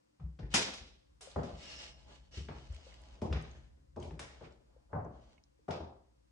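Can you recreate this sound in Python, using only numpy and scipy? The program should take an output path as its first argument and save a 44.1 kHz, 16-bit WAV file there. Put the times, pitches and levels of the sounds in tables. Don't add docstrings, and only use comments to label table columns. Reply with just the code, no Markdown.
import sys
import numpy as np
from scipy.fft import rfft, irfft, next_fast_len
from scipy.io import wavfile
from scipy.ndimage import map_coordinates

SR = 44100
rng = np.random.default_rng(int(sys.argv[2]) if len(sys.argv) > 2 else 0)


def materialize(psi):
    bounded = np.clip(np.atleast_2d(psi).T, -1, 1)
    quanta = np.round(bounded * 32767).astype(np.int16)
    wavfile.write(sys.argv[1], SR, quanta)


N = 278271
BLOW_SAMPLES = 2 ** 15


def amp(db):
    return 10 ** (np.asarray(db) / 20)


def unit(x):
    return x / np.sqrt(np.mean(x ** 2) + 1e-20)


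def along(points, hz):
    f, v = np.transpose(points)
    return np.interp(np.log(hz + 1), np.log(f + 1), v)


def colour(*spectra):
    return lambda hz: amp(sum(along(s, hz) for s in spectra))


def wobble(knots_per_s):
    knots = rng.standard_normal(int(N * knots_per_s / SR) + 4)
    return map_coordinates(knots, [np.arange(N) * knots_per_s / SR])


def noise_spectrum(size, gain, likeness, ripple_db=0):
    hz = np.fft.rfftfreq(size, 1 / SR)
    turn = np.arccos(np.clip(along(likeness, hz), -1, 1)) / 2
    mid, side = rfft(rng.standard_normal((2, size))) * [np.cos(turn), np.sin(turn)]
    knots = rng.standard_normal(SR // 20)
    ripple = amp(ripple_db * map_coordinates(knots, [hz / 30]))
    g = gain(hz) * ripple
    return np.array([mid + side, mid - side]) * g / np.sqrt(np.mean(g ** 2))


def steady_noise(gain, likeness, ripple_db=0):
    size = next_fast_len(N)
    return irfft(noise_spectrum(size, gain, likeness, ripple_db), size)[:, :N]


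def add(out, start_s, sound, pan_db):
    part = out[:, round(start_s * SR):][:, :sound.shape[-1]]
    part += (sound * amp([[pan_db / 2], [-pan_db / 2]]))[:, :part.shape[1]]


# (frequency [Hz], relative level [dB])
HISS_COLOUR = [(71, -26), (120, -7.5), (173, -17), (313, -5), (401, -20), (535, -4), (635, -18.5),
               (1050, -18.5), (1290, -23.5), (3700, -29.5), (4940, -28), (8440, -34), (11700, -46.5),
               (15200, -62), (22000, -120)]
# (frequency [Hz], nominal left-right correlation, clipped to -1..1 [1])
HISS_LIKENESS = [(60, 0.67), (170, 0.78), (490, -1.1), (1390, -0.38), (3950, -0.43), (11200, 0.9)]


def quiet():
    mean_db, wander_db = -75, 0.98
    return amp(mean_db + wander_db * wobble(5.1)) * steady_noise(colour(HISS_COLOUR), HISS_LIKENESS)


# (time [s], nominal level [dB])
SWAY_LEVEL = [(0.0, -89), (0.26, -88), (0.46, -53), (1.03, -69.5), (1.261, -65.5), (1.54, -60), (2.28, -60),
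              (2.62, -57.5), (2.73, -52.5), (2.84, -62.5), (3.37, -53.5), (3.55, -53.5), (3.81, -64.5),
              (4.13, -55.5), (4.66, -67.5), (5.24, -61.5), (5.5, -70.5), (6.31, -70)]
# (frequency [Hz], relative level [dB])
SWAY_COLOUR = [(15, -45), (25, -19.5), (40, -1.5), (59, -1.5), (73, -3), (91, -22.5), (129, -11),
               (250, -31), (320, -59.5), (550, -120)]
# (frequency [Hz], left-right correlation [1])
LIKENESS = [(60, 0.87), (130, 0.44), (270, 1), (570, 0.051), (1190, -0.011), (2520, -0.22), (3800, -0.43),
            (5320, 0.12), (11200, 0.028)]


def joists():
    mean_hz = 59.3
    pitch_hz = mean_hz * (1 + 0.061 * wobble(16))
    tone = amp(4.4 * wobble(20)) * np.sin(2 * np.pi * np.cumsum(pitch_hz) / SR)
    rumble = 1.01 * steady_noise(colour(SWAY_COLOUR), LIKENESS)
    level_db = np.interp(np.arange(N) / SR, *np.transpose(SWAY_LEVEL))
    return amp(level_db) * (tone + rumble)


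# (centre [Hz], full ring t60 [s], build-up time constant [s])
ROOM = [(219.5, 0.62, 0.0023), (430, 0.6, 0.0038), (890, 0.59, 0.0013), (1830, 0.62, 0.00045),
        (3740, 0.76, 0.0018), (6970, 0.57, 0.0021), (11960, .3, 0.00091)]


def blow(spectrum, ring_share, direct_db):
    hz, t = np.fft.rfftfreq(BLOW_SAMPLES, 1 / SR), np.arange(BLOW_SAMPLES) / SR
    centres, t60_s, rise_s = (c[:, None] for c in np.transpose(ROOM))
    log_hz, log_centres = np.log(hz + 1), np.log(centres[:, 0])
    shares = np.array([np.interp(log_hz, log_centres, row) for row in np.eye(len(ROOM))])
    build_up = (1 - np.exp(-t / rise_s)) ** 2
    bands = irfft(shares[:, None] * spectrum, BLOW_SAMPLES) * build_up[:, None]
    direct_t60_s = 0.005 + 8 * rise_s
    direct = (bands[:, 0] * amp(direct_db - 60 * t / direct_t60_s)).sum(axis=0)
    echoes = amp(1.26 * map_coordinates(rng.standard_normal(80), [t * 70]))
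    decay = amp(-60 * t / (ring_share * t60_s))
    return direct + echoes * (bands * decay[:, None]).sum(axis=0)


def ringing(modes, ring_share, rise_s):
    t = np.arange(BLOW_SAMPLES) / SR
    total = 0
    draws = rng.standard_normal((len(modes), 3))
    for (hz, db, t60_s), (strength, detune, phase) in zip(modes, draws):
        decay = amp(db + 2.5 * strength - 60 * t / (ring_share * t60_s))
        total = total + decay * np.sin(2 * np.pi * hz * (1 + 0.026 * detune) * t + phase)
    return (1 - np.exp(-t / rise_s)) ** 2 * total


# (time [s], overall gain [dB], nominal boom [Hz], joist boom gain [dB], panel drum gain [dB],
# knock tilt at 800 Hz [dB], knock tilt from 1.8 kHz up [dB])
HEELS = [(0.196, -68.5, 97, 22, 19, 14, 5), (0.234, -68, 62.6, 30, 21.5, -31, -8),
         (0.39, -51.5, 107.6, 9.5, 6.5, -8, 0), (0.429, -58.5, 54.3, 18, 5, -27, 6.5),
         (0.541, -32, 105, -12, -14.5, -0.5, 10), (0.81, -63.5, 50.9, 19, -0.5, -12, 10),
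         (1.360, -34, 75.2, 2.5, -1.5, 0, -4), (1.529, -56.5, 56.8, 17.5, 4, -2, -26),
         (2.371, -52, 67.2, 18.5, 6.5, -15, -10), (2.486, -47, 76.3, 6.5, 3, -0.5, 4),
         (2.70, -65.5, 55.6, 31, -19, -3, 12), (3.219, -35.5, 88.7, 6.5, -9.5, -3.5, -35.5),
         (3.304, -48.5, 70.5, 20.5, 10, -9.5, -2.5), (3.348, -49.5, 65.3, 18, 10, -4, 14.5),
         (3.549, -63, 64.7, 14, -6.5, -9.5, 11), (3.771, -74.5, 65.7, 22, -4, -13, 0.5),
         (3.966, -41.5, 88.6, 2.5, -4, -3.5, -31.5), (4.048, -54.5, 78, 13.5, -5, -12, -20),
         (4.109, -54.5, 70.6, 5, 8.5, -6, 1.5), (4.193, -50, 78, 1, -12, 2.5, 17.5),
         (4.408, -50, 77, 0, -4.5, -5.5, -2), (4.930, -41, 104.7, 3, 1.5, 3, 1.5),
         (4.952, -39, 92.3, 5, -2, 7.5, -13), (5.049, -50, 69, 8.5, 2, -6, -8),
         (5.683, -36, 87, -1.5, -6, 1.5, -4.5), (5.800, -46.5, 79.5, 3, -6, 3.5, -12.5)]
# (frequency [Hz], relative level [dB])
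BOARD_COLOUR = [(120, -22.5), (200, -2.5), (307, -4), (410, -4.5), (443, -3.5), (554, -4.5), (598, -3),
                (631, -3), (948, -7), (1130, -11), (1460, -15.5), (2050, -26), (2600, -41.5), (3380, -55),
                (5720, -120)]
# (nominal frequency [Hz], nominal level [dB], t60 before ring share [s])
PANEL_MODES = [(126, -3.5, 0.62), (147.2, -1, 0.36), (161, 0, .35), (195.4, -8.5, 0.27)]


def heels():
    pan_db, ring_share = 2, 0.92
    out = np.zeros((2, N))
    for start_s, db, boom_hz, boom_db, drum_db, middle_db, edge_db in HEELS:
        tilt = [(400, 0.0018), (800, middle_db), (1100, middle_db - 3.0), (1800, edge_db)]
        knock = noise_spectrum(BLOW_SAMPLES, colour(BOARD_COLOUR, tilt), LIKENESS, ripple_db=3.0)
        boards = blow(knock, ring_share, direct_db=8.0)
        panels = amp(drum_db) * ringing(PANEL_MODES, ring_share, rise_s=0.0049)
        boom_modes = [(boom_hz, 0, 0.4), (1.3 * boom_hz, -7, 0.3)]
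        beams = amp(boom_db) * ringing(boom_modes, ring_share, rise_s=0.0046)
        add(out, start_s, amp(db) * (boards + panels + beams), pan_db)
    return out


# (time [s], overall gain [dB],
# body tilt up to 1 kHz [dB], bite tilt at 5 kHz [dB], edge tilt from 9 kHz up [dB],
# direct sound gain [dB], share of the room's ring time [1])
SNAPS = [(0.1976, -66, 13, -5, -15, 3, 0.7), (0.389, -59.5, 4, 1, -15, 7, 0.64),
         (0.539, -25.5, -8.5, 3.5, 2.2, 6, 0.75), (0.7362, -49, -2, 5, 0.5, 11, 0.81),
         (1.2076, -51.5, 6, 7.5, 13.5, -5, 0.83), (1.4318, -52.5, 9, 1, -6.5, 9.5, 0.69),
         (2.485, -55.5, -3, -6, -28, 14, 0.6), (3.2157, -54.5, 5.5, 1.5, -2.5, 13.5, 1),
         (3.3256, -44.5, 4.5, -4.5, -18, 17.5, 0.84), (3.9608, -59, 18.5, 4, -1.5, 14, 0.88),
         (4.0257, -63, -21, -2, -2.5, 15.5, .89), (4.1071, -72.5, -6, -10, -22, 23.5, 0.73),
         (4.1923, -48, 1.5, 1, 3, 14.5, 0.79), (4.4058, -67.5, 7, -4, -14, 1, 0.75),
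         (4.4376, -57, 3, -6, -25, -4, 0.5), (5.6804, -52, 16, -0.8, -4, -4.5, 0.91),
         (5.7059, -42.5, 7.5, 1, -10.5, 4.5, 0.58)]
# (frequency [Hz], relative level [dB])
SNAP_COLOUR = [(240, -31.5), (400, -4), (509, -10.5), (755, -8), (947, -14), (1060, -7.5), (1760, -11),
               (2440, -7.5), (2970, -11), (3420, -10.5), (4470, -15.5), (5230, -12.5), (9460, -22),
               (11000, -29), (11700, -83), (15200, -113), (22000, -120)]


def snaps():
    pan_db = -0.44
    out = np.zeros((2, N))
    for start_s, db, body_db, bite_db, edge_db, direct_db, ring_share in SNAPS:
        tilt = [(1000, body_db), (2200, 0.0039), (5000, bite_db), (9000, edge_db)]
        crack = noise_spectrum(BLOW_SAMPLES, colour(SNAP_COLOUR, tilt), LIKENESS, ripple_db=2.5)
        add(out, start_s, amp(db) * blow(crack, ring_share, direct_db), pan_db)
    return out


# (start [s], swell [s], hold [s], stroke level [dB], board rub over hiss [dB],
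# nominal whistle over hiss [dB], whistle pitch factor [1])
SLIDES = [(.503, 0.046, .005, -51.5, -1.5, -17.5, 1.01), (1.24, 0.015, 0.15, -65, 0.5, -12, 0.9),
          (1.43, 0.019, 0.09, -65, -3, -15, 0.74), (1.549, 0.2, 0.092, -51, -8.5, -4, 1.014),
          (1.94, 0.036, 0.075, -80.5, 3.5, -17, 1.01), (2.061, 0.05, 0.023, -64.5, 2.5, -9, 0.62),
          (2.311, 0.039, 0.019, -52, -13, -7, 1.07), (2.52, 0.069, .28, -66, -3.5, -11, 1.1),
          (2.86, 0.05, 0.28, -69.5, 0.5, -18, 1.1), (3.4, 0.021, 0.15, -71.5, 1.5, -7, 1.2),
          (3.99, 0.02, 0.046, -67.5, 2, -11.5, 1.2), (4.29, 0.056, 0.1, -70.5, 4.5, -16, 1.1),
          (4.66, 0.062, 0.062, -95, 18, -15, 1.01), (4.891, 0.069, 0.0054, -82.5, 23, -14.5, 1.01),
          (5.1, 0.083, 0.16, -76, 5, -10.5, 1.17)]
# (frequency [Hz], relative level [dB])
RUB_COLOUR = [(710, -57), (1200, -10), (1670, -7.5), (1810, -7), (2550, -4), (2860, -3.5), (3690, -5.5),
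              (5060, -9.5), (7470, -14), (9850, -28), (10800, -37), (11700, -50.5), (15200, -95),
              (22000, -120)]
# (centre before pitch factor [Hz], half-width at 1/e [Hz], relative level [dB])
WHISTLES = [(1720, 100, -8), (2772, 93, 1.8), (4270, 130, -7.5), (5120, 190, -0.5), (5590, 150, -3.5)]


def whistle_gain(pitch):
    return lambda f: sum(amp(db) * np.exp(-((f - pitch * hz) / width_hz) ** 2)
                         for hz, width_hz, db in WHISTLES)


def scuffs():
    swell_depth_db, fade_db_per_s = 20, 116
    grains = (rng.random(N) < 40 / SR) * rng.exponential(size=N)
    grain_decay = amp(-60 * np.arange(400) / (0.008 * SR))
    specks = np.convolve(grains, grain_decay)[:N]
    grit = amp(1.8 * wobble(24.84) + 1.2 * wobble(300)) * (1 + 0.57 * specks)
    hiss = unit(grit * steady_noise(colour(RUB_COLOUR), LIKENESS, ripple_db=4.0))
    rub = steady_noise(colour(BOARD_COLOUR), LIKENESS, ripple_db=3.0) * amp(1.4 * wobble(10))
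    out, t = np.zeros((2, N)), np.arange(N) / SR
    for start_s, swell_s, hold_s, db, rub_db, whistle_db, pitch in SLIDES:
        rising = np.clip(1 - (t - start_s) / swell_s, 0, 1)
        falling_s = np.maximum(t - start_s - swell_s - hold_s, 0)
        stroke = (t > start_s) * amp(db - swell_depth_db * rising ** 2 - fade_db_per_s * falling_s)
        whistle = amp(whistle_db + 1.4 * wobble(30)) * steady_noise(whistle_gain(pitch), LIKENESS)
        out += stroke * (hiss + amp(rub_db) * rub + whistle)
    return out


# (time [s], level per mode [dB], nominal pitch [Hz], left over right [dB])
TICKS = [(1.272, -56, 536, 11), (1.314, -53.5, 4020, -1), (1.433, -57, 5470, -7), (2.338, -64.5, 517, 5),
         (2.6908, -71, 7000, 5), (2.7256, -60.5, 7100, -2), (2.7462, -59.5, 8540, -4),
         (2.747, -60, 2390, 2.5), (2.852, -63, 5660, 6), (2.866, -59, 518, 8), (2.9028, -66, 5330, 0.6),
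         (2.924, -61, 1980, 1), (3.017, -65, 6800, 4), (3.042, -81, 5940, -4), (3.423, -57, 7170, 4),
         (3.5128, -60, 5800, -6), (4.0004, -56.5, 6650, -1), (4.026, -55, 3140, 4), (4.0751, -67, 7400, -1),
         (4.109, -59, 876, 11), (4.5226, -66, 6500, -7), (4.763, -66, 509, 14), (5.0479, -69.5, 6700, 0.6),
         (5.379, -65, 2550, -10), (5.4375, -62.5, 5580, -4.5), (5.591, -74, 443, 8)]


def ticks():
    t60_at_1khz_s, damping_power, tail_db = 0.021, 0.43, -13.5
    out, t = np.zeros((2, N)), np.arange(SR // 4) / SR
    for start_s, db, hz, pan_db in TICKS:
        t60_s = t60_at_1khz_s * (hz / 1000) ** -damping_power
        cluster_hz = hz * (1 + (hz / 40000) * rng.standard_normal((4, 2, 1)))
        decay = amp(-60 * t / t60_s) + amp(tail_db - 60 * t / (6 * t60_s))
        onset = (1 - np.exp(-t * 25 / t60_s)) ** 2
        modes = np.sin(2 * np.pi * cluster_hz * t).sum(axis=0)
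        add(out, start_s, amp(db) * decay * onset * modes, pan_db)
    return out


def scene():
    background = (quiet() + joists()) * amp([[0.8], [-0.8]])
    return background + heels() + snaps() + scuffs() + ticks()


def record(dry):
    bass_corner_hz, top_hz = 44, 15800
    size = next_fast_len(N + SR // 2)
    hz = np.fft.rfftfreq(size, 1 / SR)
    response = (hz < top_hz) / (1 + (bass_corner_hz / (hz + 1)) ** 6)
    return irfft(rfft(dry, size) * response, size)[:, :N]


dry = scene()
out = record(dry)
materialize(out)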